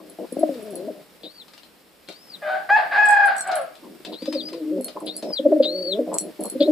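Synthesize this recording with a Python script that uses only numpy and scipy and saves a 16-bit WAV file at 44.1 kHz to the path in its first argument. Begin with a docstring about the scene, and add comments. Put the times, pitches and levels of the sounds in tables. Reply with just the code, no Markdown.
"""Pigeons court in a small brick loft: four rolls of throbs, the first three ending in a moan, with low growls.
The coos are six partials through a crop resonance; the growls are noise chopped by slow, uneven flaps.
A squab peeps in gliding whistles and a rooster crows once in four syllables, hoarse at the edges.
Leg bells jingle as struck pairs of modes, feet scratch as noise bursts, and faint air hisses over a rumble.
The low voices ring the standing waves of the narrow room, and wall reflections trail most of the sounds."""
import sys
import numpy as np
from scipy import signal
from scipy.fft import rfft, irfft, next_fast_len
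from scipy.io import wavfile
from scipy.ndimage import uniform_filter1d, map_coordinates

SR = 44100
rng = np.random.default_rng(int(sys.argv[2]) if len(sys.argv) > 2 else 0)


def master_out(mix):
    """Clip the mix to full scale and print it as 16-bit PCM to the path in sys.argv[1]."""
    frames = np.transpose(np.atleast_2d(mix))
    ceiling = np.clip(frames, -1, 1)
    pcm = np.round(ceiling * 32767).astype(np.int16)
    wavfile.write(sys.argv[1], SR, pcm)


N = 295911
TIME = np.arange(N) / SR

# throbs of the coo: (t/s, pitch f/Hz, width at half swell/s, chest level/dB, throat level/dB)
THROBS = [(0.325, 251.3, 0.0055, -23, -24.5), (0.37, 271.4, 0.0027, -13.5, -14),
          (0.437, 317, 0.011, -15.5, -7.5), (0.493, 272.6, 0.0034, -9, -5.5),
          (0.51, 276, 0.036, -29, -27.5), (0.89, 318.6, 0.01395, -45, -21.5),
          (4.225, 253.8, 0.0078, -26.5, -29), (4.285, 268.7, 0.011, -22.5, -19.5),
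          (4.361, 277.4, 0.018, -29.5, -20), (4.795, 266.3, 0.012, -25, -26.5),
          (5.399, 270, 0.0092, -22.5, -15), (5.464, 290.8, 0.013, -15.5, -3.5),
          (5.531, 303.7, 0.01336, -39, -6.5), (5.568, 300.5, 0.012, -32.5, -15.5),
          (5.606, 276.2, 0.011, -17.5, -3.5), (5.996, 289.6, 0.0071, -22, -14.5),
          (6.56, 259.1, 0.013, -20.5, -20.5), (6.617, 285.5, 0.0085, -30, -8),
          (6.686, 301.8, 0.012, -18.5, -11)]


def from_db(db):
    """Decibels to gain."""
    return 10 ** (np.asarray(db) / 20)


def rms_one(x):
    """Scale to unit rms."""
    return x / np.sqrt(np.mean(x ** 2) + 1e-20)


def in_time(rows):
    """Each column of a breakpoint curve, read at every sample."""
    s, *columns = np.transpose(rows)
    return [np.interp(TIME, s, column) for column in columns]


def phrases(tables, fade=0.003):
    """A gate that is open during each table, then the joined columns."""
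    gate = 0
    for table in tables:
        inside = np.minimum(TIME - table[0][0], table[-1][0] - TIME)
        gate = gate + np.clip(inside / fade + 1, 0, 1)
    joined = [row for table in tables for row in table]
    return [np.minimum(gate, 1)] + in_time(joined)


def at_hz(points, hz):
    """Read a spectrum on a log-frequency axis."""
    f, db = np.transpose(points)
    return np.interp(np.log(np.maximum(hz, 1)), np.log(f), db)


def noise(spectrum):
    """Noise of a given colour, rms 1."""
    size = next_fast_len(N)
    white = rfft(rng.standard_normal(size))
    colour = from_db(at_hz(spectrum, np.arange(len(white)) * SR / size))
    return rms_one(irfft(white * colour, size)[:N])


def drift(rate):
    """Smooth random wander with rms 1, drawn from two knots per cycle of the rate in Hz."""
    knots = rng.standard_normal(int(N / SR * rate * 2) + 4)
    return rms_one(map_coordinates(knots, [TIME * rate * 2], order=2, mode="nearest"))


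def band(x, low_hz, high_hz, order=2):
    """Butterworth band-pass."""
    edges = [low_hz, min(high_hz, .45 * SR)]
    return signal.sosfilt(signal.butter(order, edges, "band", fs=SR, output="sos"), x + 1e-18)


def resonate(x, hz, width):
    """A two-pole resonance with gain 1 on top; its width in Hz sets how fast it dies away."""
    r = np.exp(-np.pi * width / SR)
    zeros = np.array([1, 0, -1]) * (1 - r * r) / 2
    return signal.lfilter(zeros, [1, -2 * r * np.cos(2 * np.pi * hz / SR), r * r], x + 1e-18)


def turn(hz):
    """Running phase of a pitch curve."""
    return 2 * np.pi * np.cumsum(hz) / SR


def envelope(start, end, attack, release):
    """Straight attack, hold, exponential release."""
    return np.clip((TIME - start) / attack, 0, 1) * np.exp(-np.clip((TIME - end) / release, 0, 20))


def place(x, pan_db, wet_db, t60):
    """Direct sound plus a dense wall tail, different at each ear; positive pan is louder on the left."""
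    t = TIME[:int(.8 * SR)]
    tail = rng.standard_normal((2, len(t))) * from_db(-60 * t / t60) * (t > .003)
    tail *= from_db(wet_db) / np.sqrt(np.sum(tail ** 2, axis=1, keepdims=True))
    both = x + signal.fftconvolve(x[None], tail, axes=1)[:, :N]
    pan = from_db(np.array([[.5], [-.5]]) * pan_db)
    return both * pan / np.hypot(1, from_db(wet_db))   # the tail does not add to the total power


def ports(ears, lag=.00006):
    """The left channel trails the right by a small lag in seconds."""
    return np.array([np.interp(TIME - lag, TIME, ears[0]), ears[1]])


def corner(x, near_db=-10, far_db=-19):
    """Echoes from two walls beat against a gliding whistle and break it up."""
    # delays of the near and the far wall: (t/s)
    wall_echoes = (.0043, .015)
    return x + sum(from_db(db) * np.interp(TIME - s, TIME, x) for s, db in zip(wall_echoes, (near_db, far_db)))


def boom(x, coupling=1):
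    """Low voices set the standing waves of the loft ringing."""
    # standing waves between the walls: (f/Hz, width/Hz, level/dB)
    loft_modes = [(167, 5.4, -23), (194, 13, 3), (251.5, 7.8, 2.5), (310.9, 7.5, 16.5), (394, 19, 4),
                  (534, 14, -11), (604, 2.3, 4)]
    return x + sum(from_db(db) * resonate(x * coupling, hz, width) for hz, width, db in loft_modes)


def background():
    """Faint air and rustling feathers over a steady rumble, part shared and part separate at each ear."""
    # colour of the still air: (f/Hz, relative level/dB)
    air_colour = [(15, -26), (25, -26), (131, -11), (172, -8), (264, -10.5), (293, -8), (373, -12.5),
                  (450, -10), (952, -19), (5280, -23.5), (6200, -32.5), (7890, -27.5), (12100, -28.5),
                  (15000, -27.5)]
    # swell of the hiss while the birds stir, above the still air: (t/s, level/dB)
    stir = [(0, 15.7), (.5, 22.8), (1.1, 16.7), (2.0, 14.1), (2.4, 19), (3.7, 17.2), (4.4, 18.6),
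            (5.0, 17.6), (5.6, 18.5), (6.3, 19), (6.7, 22)]
    air_db, rumble_db, rumble_top_hz = -68, -68, 109
    stir_db, = in_time(stir)
    ears = noise(air_colour) + np.array([noise(air_colour), noise(air_colour)])
    rumble = rms_one(band(ears, 34, rumble_top_hz))
    hiss = rms_one(band(ears, rumble_top_hz, SR))
    return from_db(air_db + stir_db + .5 * drift(24)) * hiss + from_db(rumble_db) * rumble


def steps(decay_s=0.0065, level_db=-6):
    """Claws and beaks on grit: short decaying scrapes of coloured noise with a gritty flutter."""
    # touches: (t/s, relative level/dB)
    contacts = [(0.541, -33.5), (1.4812, -36), (1.5353, -32.5), (1.5783, -34), (1.6325, -37), (2.0865, -25),
                (2.1238, -35), (3.515, -21.5), (3.7541, -35.5), (4.0495, -23.5), (4.2214, -29.5),
                (4.2567, -25), (4.3259, -20), (4.4847, -27), (4.5304, -26), (4.8819, -25.5), (5.225, -24.5),
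                (5.4196, -59)]
    # colour of the grit: (f/Hz, relative level/dB)
    grit = [(500, -3.5), (1300, -11), (3000, -7), (4300, -3), (6000, -17.5), (9000, -19), (14000, -34.5)]
    s, db = np.transpose(contacts)
    touches = np.zeros(N)
    touches[(s * SR).astype(int)] = from_db(db + level_db)
    decays = signal.lfilter([1], [1, -np.exp(-1 / (decay_s * SR))], touches + 1e-18)
    return decays * noise(grit) * from_db(1.7 * drift(250))


def bells(focus_db=24, scatter_db=3, split=0.016, count=6):
    """A pellet bounces round a slotted shell whose modes come in close pairs; the spot it hits favours some."""
    # shakes of the leg bells: (t/s, relative level/dB, brightest f/Hz)
    jingles = [(0.098, -28.5, 10700), (0.3244, -26, 10400), (0.3933, -23, 10900), (0.626, -32, 10900),
               (0.7068, -30, 10800), (0.7549, -16.5, 11500), (3.0563, -22, 7700), (3.0862, -18.5, 8200),
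               (3.1066, -14.5, 7560), (3.257, -19.5, 10800), (3.1413, -28.5, 8385), (3.3655, -22, 8220),
               (3.382, -13.5, 7760), (3.4077, -10.5, 7680), (3.473, -23, 7770), (3.5553, -12, 11100),
               (3.614, -30, 9985), (4.81, -22.5, 10600), (4.8446, -11, 10870), (5.002, -29.5, 11040),
               (5.0607, -27.5, 10400), (5.1656, -15, 10300), (6.1417, -12, 8210), (6.1844, -4.5, 7960),
               (6.2086, -16, 9950), (6.4073, -22, 10500), (6.437, -16.5, 10800), (6.455, -14.5, 10850),
               (6.4993, -13, 10570)]
    # modes of the shell: (f/Hz, relative level/dB, t60/s)
    modes = [(4280, 10, 0.1856), (5750, -1, 0.092), (7300, -5.5, 0.19), (7780, 10.5, 0.051),
             (8200, -14, 0.066), (8340, 8, 0.049), (10100, -2.5, 0.18), (10450, 8, 0.079),
             (12300, -15, 0.049), (13840, -5, 0.073)]
    graze_db, rattle_db = -17, -5   # the touch before the hit; the loss at each bounce after it
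    rattle_gap_s = 0.0065   # scaled at random for each bounce
    scrape_db, scrape_decay_s = -11, 0.003
    s, db, bright_hz = np.transpose(jingles)
    gaps = rattle_gap_s * rng.uniform(0.46, 2, (len(s), count))
    # the second contact is the hit and falls on the listed time
    contact_s = s[:, None] + np.cumsum(gaps, axis=1) - gaps[:, :2].sum(1, keepdims=True)
    at = np.minimum((contact_s * SR).astype(int), N - 1)
    hit_db = db[:, None] + np.r_[graze_db, rattle_db * np.arange(count - 1)]
    out = np.zeros((2, N))
    for hz, mode_db, t60 in modes:
        off_focus = np.minimum(abs(np.log2(hz / bright_hz)), .75)[:, None]   # octaves
        strength_db = hit_db + mode_db - 24.5 - focus_db * off_focus
        for twin_hz in (hz * (1 - split / 2), hz * (1 + split / 2)):
            clicks = np.zeros((2, N))
            strength = from_db(strength_db + scatter_db * rng.standard_normal(at.shape))
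            clicks[:, at] = strength * rng.choice([-1, 1], (2,) + at.shape)
            r, w = from_db(-60 / (t60 * SR)), 2 * np.pi * twin_hz / SR
            out += signal.lfilter([0, np.sin(w)], [1, -2 * r * np.cos(w), r * r], clicks + 1e-18)
    # the pellet also scrapes along the shell
    for hz in (8200, 10500):
        contact = np.zeros(N)
        contact[at[:, 1]] = from_db(db + scrape_db - focus_db * abs(np.log2(hz / bright_hz)))
        scrape = rms_one(band(rng.standard_normal((2, N)), hz - 900, hz + 900, order=2))
        out += signal.lfilter([1], [1, -np.exp(-1 / (scrape_decay_s * SR))], contact + 1e-18) * scrape
    return band(out, 1870, 15000, order=4)


def crow_controls():
    """Pitch, fundamental and octave strength, roughness: each syllable swells, holds and fades."""
    # pitch of the crow: (t/s, f/Hz)
    crow_pitch = [(2.42, 846.5), (2.5, 726.5), (2.58, 796), (2.68, 763), (2.72, 823), (2.77, 876),
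                  (2.83, 801.5), (2.92, 846), (2.95, 819), (3.0, 842), (3.1, 824.2), (3.26, 803),
                  (3.45, 763), (3.6, 689.3), (3.7, 628)]
    # syllables: (start t/s, end of hold t/s, swell time/s, fundamental level/dB, octave level/dB,
    # roughness at full voice/0-1)
    syllables = [(2.416, 2.538, 0.086, -22, -24, 0.54), (2.688, 2.757, 0.017, -12, -13.5, 0.08),
                 (2.91, 3.273, .075, -14, -13, 0.25), (3.436, 3.56, 0.052, -21.5, -29, 0.77)]
    onset_s, swell_db, fade_db_per_s = 0.0053, 22.5, 150
    tiring_db_per_s = 9.5   # a held syllable slowly weakens
    octave_lead = 0.57   # share of the swell that the octave skips: it speaks before the fundamental
    rough_per_db = 0.33   # the voice roughens as far as it is short of full effort
    pitch, = in_time(crow_pitch)
    first = octave = rough = 0
    for start, end, swell_s, first_db, octave_db, hoarse in syllables:
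        faded_db = np.clip(fade_db_per_s * (TIME - end), 0, 80)
        short_db = swell_db * np.clip(1 - (TIME - start) / swell_s, 0, 1)
        tired_db = tiring_db_per_s * (np.clip(TIME, start, end) - (start + end) / 2)
        held = np.clip((TIME - start) / onset_s, 0, 1) * from_db(-short_db - faded_db - tired_db)
        first = first + held * from_db(first_db)
        octave = octave + held * from_db(octave_db + octave_lead * short_db)
        rough = np.where(TIME < start, rough, hoarse + rough_per_db * (short_db + faded_db))
    return pitch, first, octave, np.clip(rough, 0, 1)


def rooster(jitter=0.03463, hoarse_db=-8.0, uneven=0.11, stagger=0.18, quaver_hz=27.54):
    """Four syllables, clearer mid-syllable and hoarse at the edges; the first and last are two-voiced."""
    # quaver of the long third syllable: (t/s, depth/0-1)
    crow_quaver = [(3.0, .08), (3.1, .2), (3.15, .65), (3.28, .55), (3.4, .3)]
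    # throat above the octave: (f/Hz, relative level/dB)
    crow_top = [(2300, -23), (2550, -13.5), (3300, -33), (4200, -40), (4950, -32.5), (5400, -50),
                (6600, -41), (9000, -37)]
    # colour of the hoarse noise: (f/Hz, relative level/dB)
    crow_hoarse = [(300, -25.5), (520, -17), (720, 4.5), (1000, -18.5), (1230, -3), (1400, -37), (1620, 0),
                   (1850, -18), (2050, -12), (2900, -22.5), (4900, -24.5), (5600, -50.5), (9000, -33)]
    # the other side of the syrinx sounds its own lower note: (t/s, f/Hz, relative level/dB)
    crow_second = [
        [(2.425, 599, -26), (2.48, 613.4, -14), (2.56, 627, -24.5), (2.6, 603, -56)],
        [(3.5, 652, -22.5), (3.56, 632, -17.5), (3.6, 558.4, -21.5), (3.65, 522, -33.5)],
    ]
    pitch, first, octave, rough = crow_controls()
    depth, = in_time(crow_quaver)
    effort = np.hypot(first, octave)
    quaver = depth * np.sin(turn(quaver_hz * (1 + 0.065 * drift(9.9))))
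    phase = turn(pitch * (1 + jitter * rough * drift(110) + 0.039 * quaver))
    # in a rough voice the cycles come in uneven groups: lines appear between the harmonics
    groups = sum(drift(35) * np.sin(phase / count) for count in (2, 4, 7))
    phase = phase + stagger * rough * groups
    voice = first * np.sin(phase) * (1 + 0.71 * quaver) + octave * np.sin(2 * phase) * (1 + quaver)
    for k in range(3, 10):
        voice += effort * from_db(at_hz(crow_top, k * pitch) - 3.5) * np.sin(k * phase) * (1 + quaver)
    swing = np.clip(1 + uneven * rough * groups, 0, 3)
    voice = np.sqrt(2) * voice * swing * from_db(-4 * rough)
    voice += effort * rough * from_db(hoarse_db) * noise(crow_hoarse) * swing
    second_gate, second_hz, second_db = phrases(crow_second)
    phase = turn(second_hz * (1 + 0.011 * drift(90)))
    second = np.sin(phase) + from_db(-14) * np.sin(2 * phase)
    second += from_db(-30.5) * sum(np.sin(k * phase) for k in range(3, 7))
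    return band(voice + second_gate * from_db(second_db - 2.5) * second, 474, 6000, order=3)


def squab(waver=0.00762, wander=.007, octave_db=-28, flutter_db=3.5):
    """Arched whistles, all but the fourth breaking out of a short hoarse buzz."""
    # peeps: (start t/s, end t/s, pitch aimed at f/Hz, then relative levels/dB of buzz, rise, crest, fall)
    peeps = [(1.23, 1.436, 5200, -48, -43.5, -55.5, -47), (2.074, 2.374, 5730, -53, -53, -47, -39.5),
             (4.123, 4.426, 5250, -46.5, -48, -41.5, -34.5), (4.317, 4.637, 5100, -72, -49, -34, -66),
             (5.064, 5.398, 5550, -41, -43.5, -45, -27.5), (5.624, 5.951, 4525, -36, -29.5, -35.5, -27),
             (6.601, 6.93, 4900, -35.5, -28.5, -95, -85)]
    # the throat favours the middle of each glide: (f/Hz, relative level/dB)
    peep_throat = [(2950, -31), (3300, -10), (3750, -1.5), (4300, -6.5), (4800, -6), (5600, -25.5)]
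    low_hz, rise_hz_per_s, fall_hz_per_s = 2930, 23000, 40000
    rasp_s, edge_s = 0.03, 0.0043
    out = rasps = 0
    wobble = 1 + waver * drift(120) + wander * drift(16)
    flutter = from_db(flutter_db * drift(70))
    for start, end, top_hz, rasp_db, rise_db, crest_db, fall_db in peeps:
        t, span = np.clip(TIME, start, end), top_hz - low_hz
        rise = np.tanh(rise_hz_per_s * (t - start) / span)
        fall = np.tanh(fall_hz_per_s * (end - t) / span)
        hz = low_hz + span * rise * fall
        db = np.interp(t, [start + rasp_s, (start + end) / 2, end - rasp_s], [rise_db, crest_db, fall_db])
        level = flutter * from_db(db + at_hz(peep_throat, hz))
        phase = turn(hz * wobble)
        whistle = np.sqrt(2) * (np.sin(phase) + from_db(octave_db) * np.sin(2 * phase))
        out = out + envelope(start, end, rasp_s, edge_s) * level * whistle
        rasps = rasps + from_db(rasp_db) * envelope(start, start + rasp_s, edge_s, edge_s)
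    buzz = noise([(1000, -13.5), (2300, -8), (3200, 9.0), (3900, 13.5), (4700, 7), (5600, -26), (9000, -28)])
    return out + buzz * (1 + 0.74 * np.sin(turn(190 * wobble))) * rasps


def growl_controls():
    """Chest, throat and rasp strength: a growl starts abruptly, sags and dies."""
    # growls of the pigeons: (start t/s, end t/s, relative chest level/dB, relative throat level/dB)
    growl_spans = [(0.0, 0.139, -53.5, -49.5), (0.186, 0.248, -42.5, -33), (0.722, 0.846, -46.5, -38.5),
                   (0.946, 1.013, -55, -46), (1.233, 1.272, -48, -42.5), (2.084, 2.108, -50, -41.5),
                   (3.824, 3.965, -50, -52), (3.995, 4.013, -53.5, -59), (4.066, 4.155, -44, -39),
                   (4.37, 4.52, -45.5, -47), (4.852, 4.905, -53, -40), (4.954, 4.982, -46, -34.5),
                   (5.015, 5.097, -40.5, -36), (5.107, 5.203, -50, -45.5), (5.227, 5.316, -40, -30),
                   (6.068, 6.166, -41, -29), (6.206, 6.3, -42.5, -39), (6.391, 6.432, -36.5, -32),
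                   (6.448, 6.477, -42, -34.5), (6.52, 6.558, -45, -47)]
    # short rasps: (start t/s, end t/s, relative level/dB)
    rasp_spans = [(0.0, 0.01, -41), (0.244, 0.246, -39), (3.833, 3.872, -42), (4.118, 4.129, -34),
                  (4.534, 4.54, -35), (4.963, 4.975, -22.5), (5.006, 5.02, -32), (5.299, 5.304, -34),
                  (6.116, 6.166, -27), (6.441, 6.467, -32)]
    attack_s, release_s, sag_db_per_s = 0.0022, 0.0058, 22
    growl_rasp_db = -17.5   # rasp control in every growl, relative to its throat control
    chest = throat = 0
    for start, end, chest_db, throat_db in growl_spans:
        sag = from_db(-sag_db_per_s * np.maximum(TIME - start, 0))
        held = envelope(start, end, attack_s, release_s) * sag
        chest, throat = chest + held * from_db(chest_db), throat + held * from_db(throat_db)
    rasps = sum(from_db(db) * envelope(start, end, attack_s, release_s) for start, end, db in rasp_spans)
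    return chest, throat, rasps + throat * from_db(growl_rasp_db)


def growls(pulse_hz=80, unevenness=0.1987, flap_depth=0.42, even_s=0.0151):
    """Air through a slack syrinx, chopped by slow uneven flaps, sounds the chest and throat resonances."""
    chest, throat, rasp = growl_controls()
    flaps = 1 + flap_depth * np.cos(turn(pulse_hz * (1 + unevenness * drift(40))))
    air = rng.standard_normal(N) * flaps
    layers = ((chest * from_db(8.5), boom(band(air, 162.0, 396, order=4))),
              (throat * from_db(0.5), boom(band(air, 446, 688, order=4))),
              (rasp * from_db(-8.5), band(air, 867, 1066, order=2)))
    out = 0
    for level, tone in layers:
        # steady pressure keeps the strength even from flap to flap
        strength = np.sqrt(np.abs(uniform_filter1d(tone ** 2, int(even_s * SR) + 1)) + 1e-12)
        out = out + level * rms_one(tone / strength * np.sqrt(flaps + .05))
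    return out


def coo_controls():
    """Pitch, chest and throat strength of the rolls and moans that carry the throbs."""
    # rolls that open a coo: (start t/s, end t/s, chest level/dB, throat level/dB)
    rolls = [(0.319, 0.516, -39, -36), (4.296, 4.38, -37, -49), (5.432, 5.604, -22.5, -26.5),
             (6.588, 6.718, -19.5, -18.5)]
    # moans that follow: (start t/s, end t/s, chest level/dB, throat level/dB)
    moans = [(0.533, 0.917, -34.5, -38), (4.511, 4.809, -33, -31), (5.643, 6.026, -33, -28.5)]
    # wavering pitch of each moan: (t/s, f/Hz)
    moan_pitch = [
        [(0.55, 244.7), (0.632, 203.8), (0.65, 220.5), (0.718, 196.4), (0.738, 172.1), (0.782, 173.7),
         (0.892, 219.5), (0.91, 202.8)],
        [(4.52, 163.8), (4.534, 164.7), (4.588, 168.3), (4.648, 139), (4.708, 158), (4.73, 190.9),
         (4.802, 180.3), (4.82, 165.6)],
        [(5.65, 183.4), (5.688, 170), (5.742, 176.7), (5.752, 188.1), (5.832, 179.7), (5.848, 170.6),
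         (5.946, 199.7), (6.0, 236)],
    ]
    # the voice climbs before a throb; the throat band stays strong in the first and is weaker in the others:
    # (t/s, pitch f/Hz, chest level/dB, throat level/dB)
    windups = [(0.403, 318.1, -23, -24), (4.331, 310.4, -28.5, -39), (5.508, 402.2, -16, -43),
               (6.665, 376, -27, -41)]
    attack_s, release_s = 0.0211, 0.0081
    swell_db_per_s, db_per_octave = 7, 12   # a moan grows as it goes on, and with its pitch
    throat_open_hz, throat_loss_db_per_hz = 172, 0.5   # a lower voice no longer reaches the throat resonance
    windup_s, windup_rise_hz_per_s = 0.01714, 1980
    pitch, = in_time([throb[:2] for throb in THROBS])
    chest = throat = 0
    for start, end, chest_db, throat_db in rolls:
        held = envelope(start, end, attack_s, release_s)
        chest, throat = chest + held * from_db(chest_db), throat + held * from_db(throat_db)
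    for (start, end, chest_db, throat_db), curve in zip(moans, moan_pitch):
        hz, = in_time(curve)
        effort_db = swell_db_per_s * (np.clip(TIME, start, end) - (start + end) / 2)
        effort_db = effort_db + db_per_octave * np.log2(hz / np.mean(curve, axis=0)[1])
        held = envelope(start, end, attack_s, release_s) * from_db(effort_db)
        loss_db = throat_loss_db_per_hz * np.maximum(throat_open_hz - hz, 0)
        chest = chest + held * from_db(chest_db)
        throat = throat + held * from_db(throat_db - loss_db)
        pitch = pitch + (hz - pitch) * envelope(start, end + 2 * release_s, attack_s, release_s)
    for s, hz, chest_db, throat_db in windups:
        near = np.exp(-np.minimum(((TIME - s) / windup_s) ** 2, 10) ** 2)
        pitch = pitch + (hz + windup_rise_hz_per_s * (TIME - s) - pitch) * near
        chest = chest + (from_db(chest_db) - chest) * near
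        throat = throat + (from_db(throat_db) - throat) * near
    return pitch, chest, throat


def coos(jitter=0.01087, shimmer_db=3.0, split_hz=460):
    """One closed-beak voice; every throb swells it for a moment while its pitch sags."""
    # resonance of the inflated crop: (f/Hz, relative level/dB)
    crop = [(130, -9), (200, -6), (310, 8), (420, -4.5), (560, 3.5), (660, -12.5), (740, -35.5),
            (1000, -42), (1500, -54.5)]
    chest_stretch, chest_lag_s, sag = 0.81, 0.0014, 0.072   # chest swell against the throat's; pitch sag
    dip, dip_after_s, dip_s = 0.84, 0.031, 0.0092
    pitch, chest, throat = coo_controls()
    chest = chest * from_db(shimmer_db * drift(50))
    throat = throat * from_db(shimmer_db * drift(50))
    # each throb spends the air, so the voice falters just after it
    for s, *_ in THROBS:
        left = 1 - dip / (1 + ((TIME - s - dip_after_s) / dip_s) ** 2) ** 2
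        chest, throat = chest * left, throat * left
    for s, hz, length, chest_db, throat_db in THROBS:
        u = np.clip((TIME - s) / length, -10, 10)
        throat_swell = 2 ** (-(2 * u) ** 2)
        chest_swell = 2 ** (-(2 * (u - chest_lag_s / length) / chest_stretch) ** 2)
        pitch = pitch + (hz * (1 - sag * u) - pitch) * np.exp(-u ** 4)
        chest = chest + (from_db(chest_db) - chest) * chest_swell
        throat = throat + (from_db(throat_db) - throat) * throat_swell
    phase = turn(pitch * (1 + jitter * drift(60)))
    orders = np.arange(1, 7)[:, None]
    weight = from_db(at_hz(crop, orders * pitch))
    # partials below the split follow the chest, those above it the throat
    upper = np.clip((orders * pitch / split_hz - 1) * 6 + .5, 0, 1)
    partials = np.sin(orders * phase)
    voice = 0
    for level, share in ((chest, weight * (1 - upper)), (throat, weight * upper)):
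        power = (share ** 2).sum(0) / 2
        voice = voice + level * (share * partials).sum(0) / np.sqrt(power + .002)
    return voice


def scene():
    """All the birds in the loft, each filtered, levelled and placed."""
    # the two cooing birds: (t/s, left over right level/dB, hoarseness/0-1, coupling to standing waves/0-1)
    coo_birds = [(1.0, 4, .22, .35), (3.8, 1, .17, 1)]
    side_db, hoarseness, coupling = in_time(coo_birds)
    grain = 1 + hoarseness * drift(85)
    cooing = from_db(-3.5) * band(boom(coos() * grain, coupling), 233, 4000, order=3)
    growling = from_db(-1) * band(growls(), 173, 4300, order=3)
    peeping = from_db(5.0) * corner(squab())
    crowing = from_db(-1.5) * rooster()
    scratching = band(steps(), 326, 14960)
    return (place(cooing, side_db, wet_db=-12, t60=.2)
            + place(growling, side_db, wet_db=-7, t60=.12)
            + ports(place(peeping, pan_db=6.5, wet_db=-10, t60=.12), lag=.00005)
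            + place(crowing, pan_db=.8, wet_db=-3.5, t60=.35)
            + place(scratching, pan_db=5.5, wet_db=1, t60=0.2)
            + bells() + background())


def record(dry):
    """The top is cut steeply above 14.9 kHz."""
    return signal.sosfilt(signal.ellip(10, .1, 80, 14900, fs=SR, output="sos"), dry)


dry = scene()
out = record(dry)
master_out(out)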